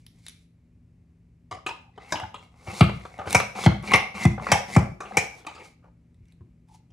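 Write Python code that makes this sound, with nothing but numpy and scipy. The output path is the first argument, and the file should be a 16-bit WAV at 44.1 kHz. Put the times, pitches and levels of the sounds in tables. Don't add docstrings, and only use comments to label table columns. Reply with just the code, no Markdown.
import sys
import numpy as np
from scipy import signal
from scipy.fft import rfft, irfft, next_fast_len
from scipy.io import wavfile
from scipy.ndimage import uniform_filter1d, map_coordinates

SR = 44100
rng = np.random.default_rng(int(sys.argv[2]) if len(sys.argv) > 2 else 0)


def to_wav(s):
    ch = np.atleast_2d(s).T
    pcm = np.round(np.clip(ch, -1, 1) * 32767)
    wavfile.write(sys.argv[1], SR, pcm.astype(np.int16))


N = 305172
LEFT_RIGHT = np.array([[1], [-1]])


def undb(db):
    return 10 ** (np.asarray(db) / 20)


def unit(x):
    return x / np.sqrt(np.mean(x ** 2))


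def over(table, hz):
    f, v = np.transpose(table)
    return np.interp(np.log(hz + 1), np.log(f + 1), v)


def shape(x, gain_at):
    size = next_fast_len(x.shape[-1])
    hz = np.arange(size // 2 + 1) * SR / size
    return irfft(rfft(x, size) * gain_at(hz), size)[..., :x.shape[-1]]


def add(track, s, sound):
    i = int(s * SR)
    track[i:i + len(sound)] += sound[:N - i]


def walk(rate):
    k = int(SR / rate)
    steps = np.repeat(rng.standard_normal(N // k + 1), k)
    return 0.91 * uniform_filter1d(uniform_filter1d(steps, k), k)[:N]


def ring(modes, size, scatter_db):
    hz, db, t60 = np.transpose(modes)[:, :, None]
    strength, detune = rng.standard_normal((2, len(modes), 1))
    t = np.arange(size) / SR
    pitch = hz * (1 + .035 * detune)
    decay = undb(db + scatter_db * strength - 60 * t / t60)
    swell = 1 - np.exp(-2 * pitch * t)
    return decay * swell * np.sin(2 * np.pi * pitch * t)


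# f/Hz, relative level/dB
RUMBLE_SHAPE = [(20, -10), (50, -5), (86, -8.5), (120, -12.5), (177, -22.5), (250, -19), (330, -30),
                (500, -39), (800, -47.5), (1500, -55), (2300, -51), (3300, -62.5), (5000, -64.5),
                (8000, -67), (16000, -78)]
# f/Hz, mean rms level/dB
FRIDGE_TONES = [(60, -68), (119, -61), (168, -59), (241, -70.5)]
RUMBLE_DB = -51


def kitchen():
    t = np.arange(N) / SR
    mid, side = shape(rng.standard_normal((2, N)), lambda hz: undb(over(RUMBLE_SHAPE, hz)))
    side = shape(side, lambda hz: .5 * hz / (hz + 1500))
    rumble = unit(mid + side * LEFT_RIGHT) * undb(RUMBLE_DB + 1.2 * walk(4))
    hum = np.zeros(N)
    for hz, db in FRIDGE_TONES:
        level = np.sqrt(2) * undb(db + 2.5 * walk(12))
        hum += level * np.sin(2 * np.pi * hz * t + 1.5 * walk(12))
    return rumble + hum


# f/Hz, level/dB, t60/s
FRAME_MODES = [(357, -29.5, 0.0079), (507, -14, 0.017), (595.5, -2.5, 0.013), (760, 5, 0.0074),
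               (814, 1, 0.014), (1006.4, -10.5, 0.035), (1128, -2, 0.013), (1244, 3.5, 0.0053),
               (1730, -12, 0.008), (2060, -2, 0.014), (2350, -2, 0.012), (2690, -6, 0.01),
               (3030, -12, 0.006), (3300, -15, 0.006), (3800, 4, 0.0019), (5120, -4.5, 0.0016),
               (5800, -8.5, 0.0029), (6050, 7, 0.00059), (7940, -3.5, 0.0012), (10750, -16, 0.0043),
               (12900, -7, 0.0001)]
# f/Hz, level/dB, t60/s
COUNTER_MODES = [(60, -24.5, 0.69), (86.4, -17, 0.2), (111, -21, 0.3), (144.1, -21.5, 0.037),
                 (198.4, -11.5, 0.15), (251, -12.5, 0.085), (338.8, -15.5, 0.14)]
SCRAPE_FLICKER_DB, SCRAPE_RING = 5, 1.2
SCRAPE_WANDER = .07


def grains(rate, spread_db):
    hits = rng.random(N) < rate / SR
    return hits * rng.standard_normal(N) * undb(spread_db * rng.exponential(size=N))


def scrape_layers():
    clicks = grains(3000, 2.2) * undb(2.5 * walk(50))
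    modes = ring(np.array(FRAME_MODES) * [1, 1, SCRAPE_RING], size=4096, scatter_db=1)
    part = np.digitize(np.array(FRAME_MODES)[:, 0], [1500, 5200])
    place = np.cumsum(1 + SCRAPE_WANDER * walk(9))
    layers = []
    for k in range(2):
        layer = np.zeros(N)
        for mode in modes[part == k]:
            flickering = clicks * undb(SCRAPE_FLICKER_DB * walk(30))
            layer += signal.fftconvolve(flickering, mode)[:N]
        layers.append(map_coordinates(unit(layer), [place], order=1, mode="mirror"))
    cells = grains(9000, 2)
    hiss = unit(shape(cells, lambda hz: (hz / 6000) / (1 + (hz / 6000) ** 3.16))) * undb(2 * walk(41))
    counter = ring(COUNTER_MODES, size=8192, scatter_db=4.5).sum(0)
    shake = unit(signal.fftconvolve(clicks, counter)[:N])
    return layers + [hiss, shake]


SLIDE_FADE_S = 0.015


def slide(layers, moments, levels_db):
    t = np.arange(N) / SR
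    nearest_edge = np.minimum(t - moments[0], moments[-1] + SLIDE_FADE_S - t)
    moving = np.clip(nearest_edge / SLIDE_FADE_S, 0, 1)
    return sum(moving * undb(np.interp(t, moments, db)) * layer for layer, db in zip(layers, levels_db))


# start t/s, loudest t/s, end t/s,
# hollow scrape level/dB, mid and hiss level/dB against the hollow scrape
HAND_SHIFTS = [(-0.1, 0, 0.44, -83, 6, 6), (0.097, 0.196, 0.25, -74.5, -2.5, 2),
               (0.214, 0.265, 0.46, -79.5, 19, 17.5), (1.925, 2.008, 2.19, -56.5, -0.5, -22),
               (2.008, 2.116, 2.31, -46, -2.5, -10.5), (2.363, 2.438, 2.53, -61.5, -4, -7),
               (2.51, 2.66, 4.2, -49.5, -5, -11), (5.3, 5.39, 5.46, -55.5, -6, -4),
               (5.47, 5.53, 5.6, -58, -8, -13), (5.54, 5.597, 5.623, -49, 1, -16.5),
               (5.602, 5.652, 5.74, -55.5, 2, 0), (5.813, 5.844, 5.93, -56, -13, -37),
               (6.147, 6.32, 6.32, -87.5, 17.5, 5), (6.666, 6.75, 6.8, -72, -1, 8.5)]
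SHIFT_RISE_DB, SHIFT_FALL_DB = 24.5, 23.5
SHIFT_SHAKE_DB = -10.5


def hand_shifts(layers):
    swell = np.array([-SHIFT_RISE_DB, 0, -SHIFT_FALL_DB])
    out = np.zeros(N)
    for start, loudest, end, hollow_db, mid_db, hiss_db in HAND_SHIFTS:
        balance = np.array([[0], [mid_db], [hiss_db], [SHIFT_SHAKE_DB]])
        out += slide(layers, [start, loudest, end], hollow_db + swell + balance)
    return out


PART_HZ = [1500, 3700, 7000]
CHATTER_T60_S, CHATTER_FLUTTER_DB = 0.23, 4


def blows(table, contact_s, top_db, body):
    out, t = np.zeros(N), np.arange(16384) / SR
    parts = np.digitize(np.array(body)[:, 0], PART_HZ)
    contact = (t / contact_s) ** 0.35 * np.exp(-(t / contact_s) ** 1.28)
    for s, db, clack_db, crack_db, chatter_db in table:
        spikes_db = 2.85 * rng.exponential(size=len(t))
        chatter = undb(chatter_db - 60 * t / CHATTER_T60_S + spikes_db) * np.clip(t / 0.0046, 0, 1)
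        fits = np.repeat(rng.standard_normal((len(body), 32)), 512, axis=1)
        chatter = chatter * undb(CHATTER_FLUTTER_DB * uniform_filter1d(fits, size=512))
        rattle = rng.standard_normal(len(t)) * (contact + chatter)
        modes = signal.fftconvolve(rattle, ring(body, size=3072, scatter_db=5), axes=1)
        gains = undb(db + np.array([0, clack_db, crack_db, crack_db + top_db]))
        for k, gain in enumerate(gains):
            part = modes[parts == k].sum(0)
            add(out, s, gain * part / np.abs(part).max())
    return out


# t/s, ring peak level/dB, bright crack level/dB against the ring
EDGE_TICKS = [(0.065, -76, 35.5), (0.265, -69, 36.5), (0.283, -78, 44), (0.295, -70, 28),
              (2.199, -26.5, -11.5), (2.997, -54, -3), (3.18, -44, -2.5), (3.307, -30, 5.5),
              (3.328, -28, 11), (3.401, -12, -12.5), (3.826, -49, 3.5), (3.895, -32, -9.5),
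              (3.917, -13, -14), (3.96, -18.5, -2), (3.974, -30, -3), (4.217, -28.5, -18),
              (4.545, -28.5, -4), (4.701, -30, -26), (5.011, -54, -6), (5.449, -33.5, -30),
              (6.144, -80, 13.5), (6.255, -80, 15), (6.284, -77.5, 12), (6.322, -70.5, 14.5),
              (6.686, -80, 19)]
TICK_CONTACT_S, EDGE_TOP_DB = 0.0016, -4
CLACK_SHARE, EDGE_CLACK_DB, EDGE_CHATTER_DB = 0.42, 1.5, -29


def edge_ticks():
    ticks = [(s, db, EDGE_CLACK_DB + CLACK_SHARE * crack, crack, EDGE_CHATTER_DB)
             for s, db, crack in EDGE_TICKS]
    return blows(ticks, TICK_CONTACT_S, EDGE_TOP_DB, FRAME_MODES)


# f/Hz, level/dB, t60/s
PUSHER_MODES = [(340, -8, .025), (470, -6, .02), (630, -3, .02), (780, 0, .017), (960, -1, .017),
                (1210, -2, .016), (1450, -4, .008), (1700, -2, .009), (2060, -3, .009), (2310, -3, .011),
                (2520, -2, .011), (2780, -3, .01), (3150, -5, .008), (3900, -2, .006), (4900, -2, .004),
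                (6450, 6, .001), (8100, -8, .003), (10670, -10, .003), (12900, -5, .0003)]
# t/s, ring peak level/dB,
# mid clack, bright crack and chatter level/dB against the ring
PUSHER_KNOCKS = [(1.511, -23, -6, -10, -7), (1.663, -22.5, 1.5, -5.5, -13.5),
                 (1.689, -24.5, -5.5, -14, -25), (1.977, -31.5, -12, -23, -25),
                 (2.122, -15, -1, -4.5, -22.5), (2.14, -39, -12, -19, -25), (2.155, -34.5, 8, -18, -15),
                 (2.168, -39, -2, -18, -25), (2.18, -44, -12, -32, -27), (2.214, -37.5, -4, -25, -16),
                 (2.233, -29, -22, -45, -38), (2.342, -26, -7, -17.5, -13), (2.398, -57, -8, -3, 4),
                 (5.328, -46.5, -5, -9, -14), (5.402, -43.5, -7, -16, -6), (5.466, -27, -2, -7.5, -18),
                 (5.495, -41, 2, -21, -18), (5.51, -37, -15, -19, -24), (5.548, -40, -4, -6, -1),
                 (5.579, -46, 2, -17, -17), (5.6, -40, -0.5, -9.5, -9), (5.633, -51.5, -16, -12, -10),
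                 (6.407, -53, -22, -46, -22), (6.902, -61, -2, -6, -7)]
PUSHER_CONTACT_S = 0.0043
TAP_TOP_DB = -18


def pusher_knocks():
    return blows(PUSHER_KNOCKS, PUSHER_CONTACT_S, TAP_TOP_DB, PUSHER_MODES)


BOUNCE_TO_HZ, BOUNCE_GLIDE_S, BOUNCE_HOLD_S = 92.4, 0.0059, 0.024


def thuds(table, from_hz, push_s=0.0016):
    out, t = np.zeros(N), np.arange(16384) / SR
    glide = (from_hz - BOUNCE_TO_HZ) * BOUNCE_GLIDE_S * (1 - np.exp(-t / BOUNCE_GLIDE_S))
    turns = BOUNCE_TO_HZ * t + glide
    squash = np.clip(t / .005, 0, 1) * np.exp(-(t / BOUNCE_HOLD_S) ** 4)
    bounce = np.sin(2 * np.pi * turns) * squash
    push = np.hanning(int(push_s * SR))
    for s, db in table:
        counter = ring(COUNTER_MODES, size=len(t), scatter_db=1).sum(0)
        boom = bounce + np.convolve(push / push.sum(), counter)[:len(t)]
        add(out, s, -undb(db) * boom / np.abs(boom).max())
    return out


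# t/s, peak level/dB
SOFT_BUMPS = [(1.522, -33.5), (1.664, -39), (2.14, -32.5), (2.228, -27.5), (2.425, -43.5), (2.677, -24.5),
              (3.188, -35), (3.269, -26), (6.205, -41), (6.407, -33), (6.439, -40), (6.471, -42)]


def soft_bumps():
    return thuds(SOFT_BUMPS, from_hz=120)


# t/s, level/dB, f/Hz
CAVITY_SOUNDS = [
    [(1.69, -38, 850), (1.72, -42.5, 930), (1.765, -51, 1000), (1.8, -68, 900), (1.9, -60.5, 816)],
    [(2.135, -30, 850), (2.165, -37, 977), (2.195, -40, 950), (2.215, -37.5, 749), (2.24, -38.5, 837),
     (2.27, -62, 802), (2.32, -58, 784)],
    [(3.565, -45, 700), (3.59, -37, 760), (3.625, -44.5, 760)],
    [(3.94, -28, 783), (4.0, -37.5, 780), (4.12, -56, 779)],
    [(4.525, -24, 792), (4.6, -42, 776), (4.72, -52, 760)],
    [(5.11, -37.5, 757), (5.125, -58, 751), (5.18, -38, 820), (5.27, -51.5, 800), (5.4, -68, 814)],
    [(5.475, -41, 879.5), (5.525, -60, 853), (5.56, -60, 912), (5.62, -52.5, 828), (5.69, -68, 793)],
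    [(6.676, -78, 862), (6.695, -59.5, 876), (6.706, -74, 866), (6.72, -59, 850), (6.733, -70, 865),
     (6.75, -54, 870), (6.768, -75, 868), (6.79, -77, 856), (6.84, -83, 866)],
]
CAVITY_WIDTH_HZ = 140


def pusher_cavity():
    t, out = np.arange(N) / SR, np.zeros(N)
    slow = shape(rng.standard_normal((2, N)), lambda f: 1 / (1 + (2 * f / CAVITY_WIDTH_HZ) ** 2))
    for table in CAVITY_SOUNDS:
        s, db, hz = np.transpose(table)
        phase = 2 * np.pi * np.cumsum(np.interp(t, s, hz)) / SR
        band = unit(slow[0] * np.cos(phase) + slow[1] * np.sin(phase))
        out += band * np.interp(t, s, undb(db), 0, 0)
    return out


STROKE_SHAKE_DB = 2


def strokes(layers, table, course_db):
    shake_db = np.add(course_db[0], STROKE_SHAKE_DB)
    balance = np.array(list(course_db) + [shake_db])
    out = np.zeros(N)
    for start, end, db in table:
        out += slide(layers, [start, (start + end) / 2, end], db + balance)
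    return out


# start t/s, end t/s, scrape level/dB
BLADE_CUTS = [(2.665, 2.802, -41.5), (3.548, 3.655, -37), (4.14, 4.245, -38.5), (4.67, 4.756, -41.5)]
CUT_COURSE = [(-1.5, -3, 1.7), (-3.5, -4, 2.8), (-15.5, -11, 0.58)]


def blade_cuts(layers):
    return strokes(layers, BLADE_CUTS, CUT_COURSE)


# t/s, ring peak level/dB,
# mid clack, bright crack and chatter level/dB against the ring
APPLE_TAPS = [(2.672, -28, -10.5, -23.5, -12), (2.893, -19, -11, -26, -25.5),
              (3.052, -26.5, -12, -22, -28.5), (3.188, -22.5, -15.5, -27, -12),
              (3.255, -30.5, -9, -27, -6.5), (3.272, -21, -14, -25.5, -21), (3.552, -29, -6.5, -15.5, -17),
              (3.586, -24, -11.5, -20, -20.5), (3.837, -35, -1.5, -13, -14.5),
              (4.143, -34.5, -10, -17.5, -19.5), (4.379, -24, -29, -46.5, -27),
              (4.395, -25.5, -19, -33, -25), (4.422, -29, -8.5, -14.5, -15),
              (4.467, -14, -12, -20.5, -30.5), (5.004, -25.5, -8, -11.5, -13), (5.049, -34, -6.5, -18, 2),
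              (5.12, -29.5, -16.5, -28, -40.5)]
KNOCK_CONTACT_S = 0.0041


def apple_taps():
    return blows(APPLE_TAPS, KNOCK_CONTACT_S, TAP_TOP_DB, FRAME_MODES)


STOP_FROM_HZ, STOP_TOP_DB = 275, -13
THUD_LAG_S = .003


def stop_thuds(table):
    return thuds([(s + THUD_LAG_S, thud) for s, _, thud, _ in table], STOP_FROM_HZ)


# t/s, ring peak level/dB, counter thud level/dB,
# mid clack level/dB against the ring
BOTTOM_STOPS = [(2.808, -1.5, 3.5, -6.5), (3.661, -5, 2.5, -7), (4.251, -9, 0.5, -7.5),
                (4.763, -6.5, 1, -6.5)]
BOTTOM_CRACK_DB, BOTTOM_CHATTER_DB = -16.5, -21


def bottom_stops():
    hits = [(s, db, clack, BOTTOM_CRACK_DB, BOTTOM_CHATTER_DB) for s, db, _, clack in BOTTOM_STOPS]
    return blows(hits, KNOCK_CONTACT_S, STOP_TOP_DB, FRAME_MODES), stop_thuds(BOTTOM_STOPS)


# start t/s, end t/s, scrape level/dB
SPRING_RETURNS = [(3.255, 3.342, -32.5), (3.825, 3.93, -34), (4.4, 4.511, -38), (5.03, 5.163, -47.5)]
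RETURN_COURSE = [(-10.5, -8.5, 4.5), (-22.5, -8.5, 2), (-28, -15.5, -18)]


def spring_returns(layers):
    return strokes(layers, SPRING_RETURNS, RETURN_COURSE)


# t/s, ring peak level/dB, counter thud level/dB,
# mid clack level/dB against the ring
TOP_STOPS = [(3.347, -2, -10, -1.5), (3.936, -4.5, -12, 4), (4.517, -3, -11, -1.5), (5.17, -7.5, -19, -1)]
TOP_CRACK_DB, TOP_CHATTER_DB = -5.5, -22
REBOUND_S, REBOUND_DB = .006, -9


def top_stops():
    hits = []
    for s, db, _, clack in TOP_STOPS:
        hits.append((s, db, clack, TOP_CRACK_DB, TOP_CHATTER_DB))
        hits.append((s + REBOUND_S, db + REBOUND_DB, clack, TOP_CRACK_DB, TOP_CHATTER_DB))
    return blows(hits, KNOCK_CONTACT_S, STOP_TOP_DB, FRAME_MODES), stop_thuds(TOP_STOPS)


# centre f/Hz, t60/s, level/dB
ROOM_BANDS = [(153, 0.4, -7.5), (497, 0.41, -6), (1670, 0.39, -6), (3900, 0.4, -6), (9740, 0.51, -19)]


def room(x):
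    t = np.arange(int(.6 * SR)) / SR
    tail = np.zeros((2, len(t)))
    for hz, t60, db in ROOM_BANDS:
        noise = rng.standard_normal((3, len(t)))
        both, left, right = shape(noise, lambda f: np.exp(-np.log2((f + 1) / hz) ** 2))
        unlike = np.clip((hz - 100) / 450, 0, .95)
        ports = np.sqrt(1 - unlike ** 2) * both + unlike * np.array([left, right])
        fade = undb(-60 * t / t60) * np.clip(t / 0.0025, 0, 1)
        tail += undb(db) * ports * fade / np.sqrt(np.sum(fade ** 2))
    return signal.fftconvolve(x[None], tail, axes=1)[:, :N]


# f/Hz, left minus right level/dB
PORT_BALANCE = [(100, .4), (300, 2.8), (600, 3.4), (1200, 1.2), (2500, 1), (5000, -.3)]
# f/Hz, lead of the left [rad]
PORT_PHASE = [(200, 0), (430, -.2), (780, -.9), (1290, -.4), (2500, -1), (3880, -.2), (7500, -.5),
              (9600, -1.2), (12200, -2.9), (16000, -3.1)]


def ports(x):
    def port_gain(hz):
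        level = undb(LEFT_RIGHT * over(PORT_BALANCE, hz) / 2)
        return level * np.exp(.5j * LEFT_RIGHT * over(PORT_PHASE, hz))
    return shape(x, port_gain)


THUD_ROOM_DB = -1


def scene():
    background = kitchen()
    layers = scrape_layers()
    work = hand_shifts(layers) + edge_ticks() + pusher_knocks() + pusher_cavity()
    work += blade_cuts(layers) + apple_taps() + spring_returns(layers)
    bottom_knocks, bottom_thuds = bottom_stops()
    top_knocks, top_thuds = top_stops()
    work += bottom_knocks + top_knocks
    feet = soft_bumps() + bottom_thuds + top_thuds
    return ports(work + feet + room(work + undb(THUD_ROOM_DB) * feet) + background)


# f/Hz, level/dB
MICROPHONE_COLOUR = [(100, -5), (9000, 3), (13100, 9), (14000, -8), (16000, -30)]
BASS_CUT_HZ, TOP_HZ = 60, 16100


def record(dry):
    bass_cut = signal.butter(3, BASS_CUT_HZ, "high", fs=SR, output="sos")
    dry = signal.sosfilt(bass_cut, dry)
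    coloured = shape(dry, lambda hz: undb(over(MICROPHONE_COLOUR, hz)))
    heard = np.tanh(1.077 * coloured) / 1.025
    top_cut = signal.ellip(8, .2, 70, TOP_HZ, fs=SR, output="sos")
    return signal.sosfilt(top_cut, heard)


dry = scene()
out = record(dry)
to_wav(out)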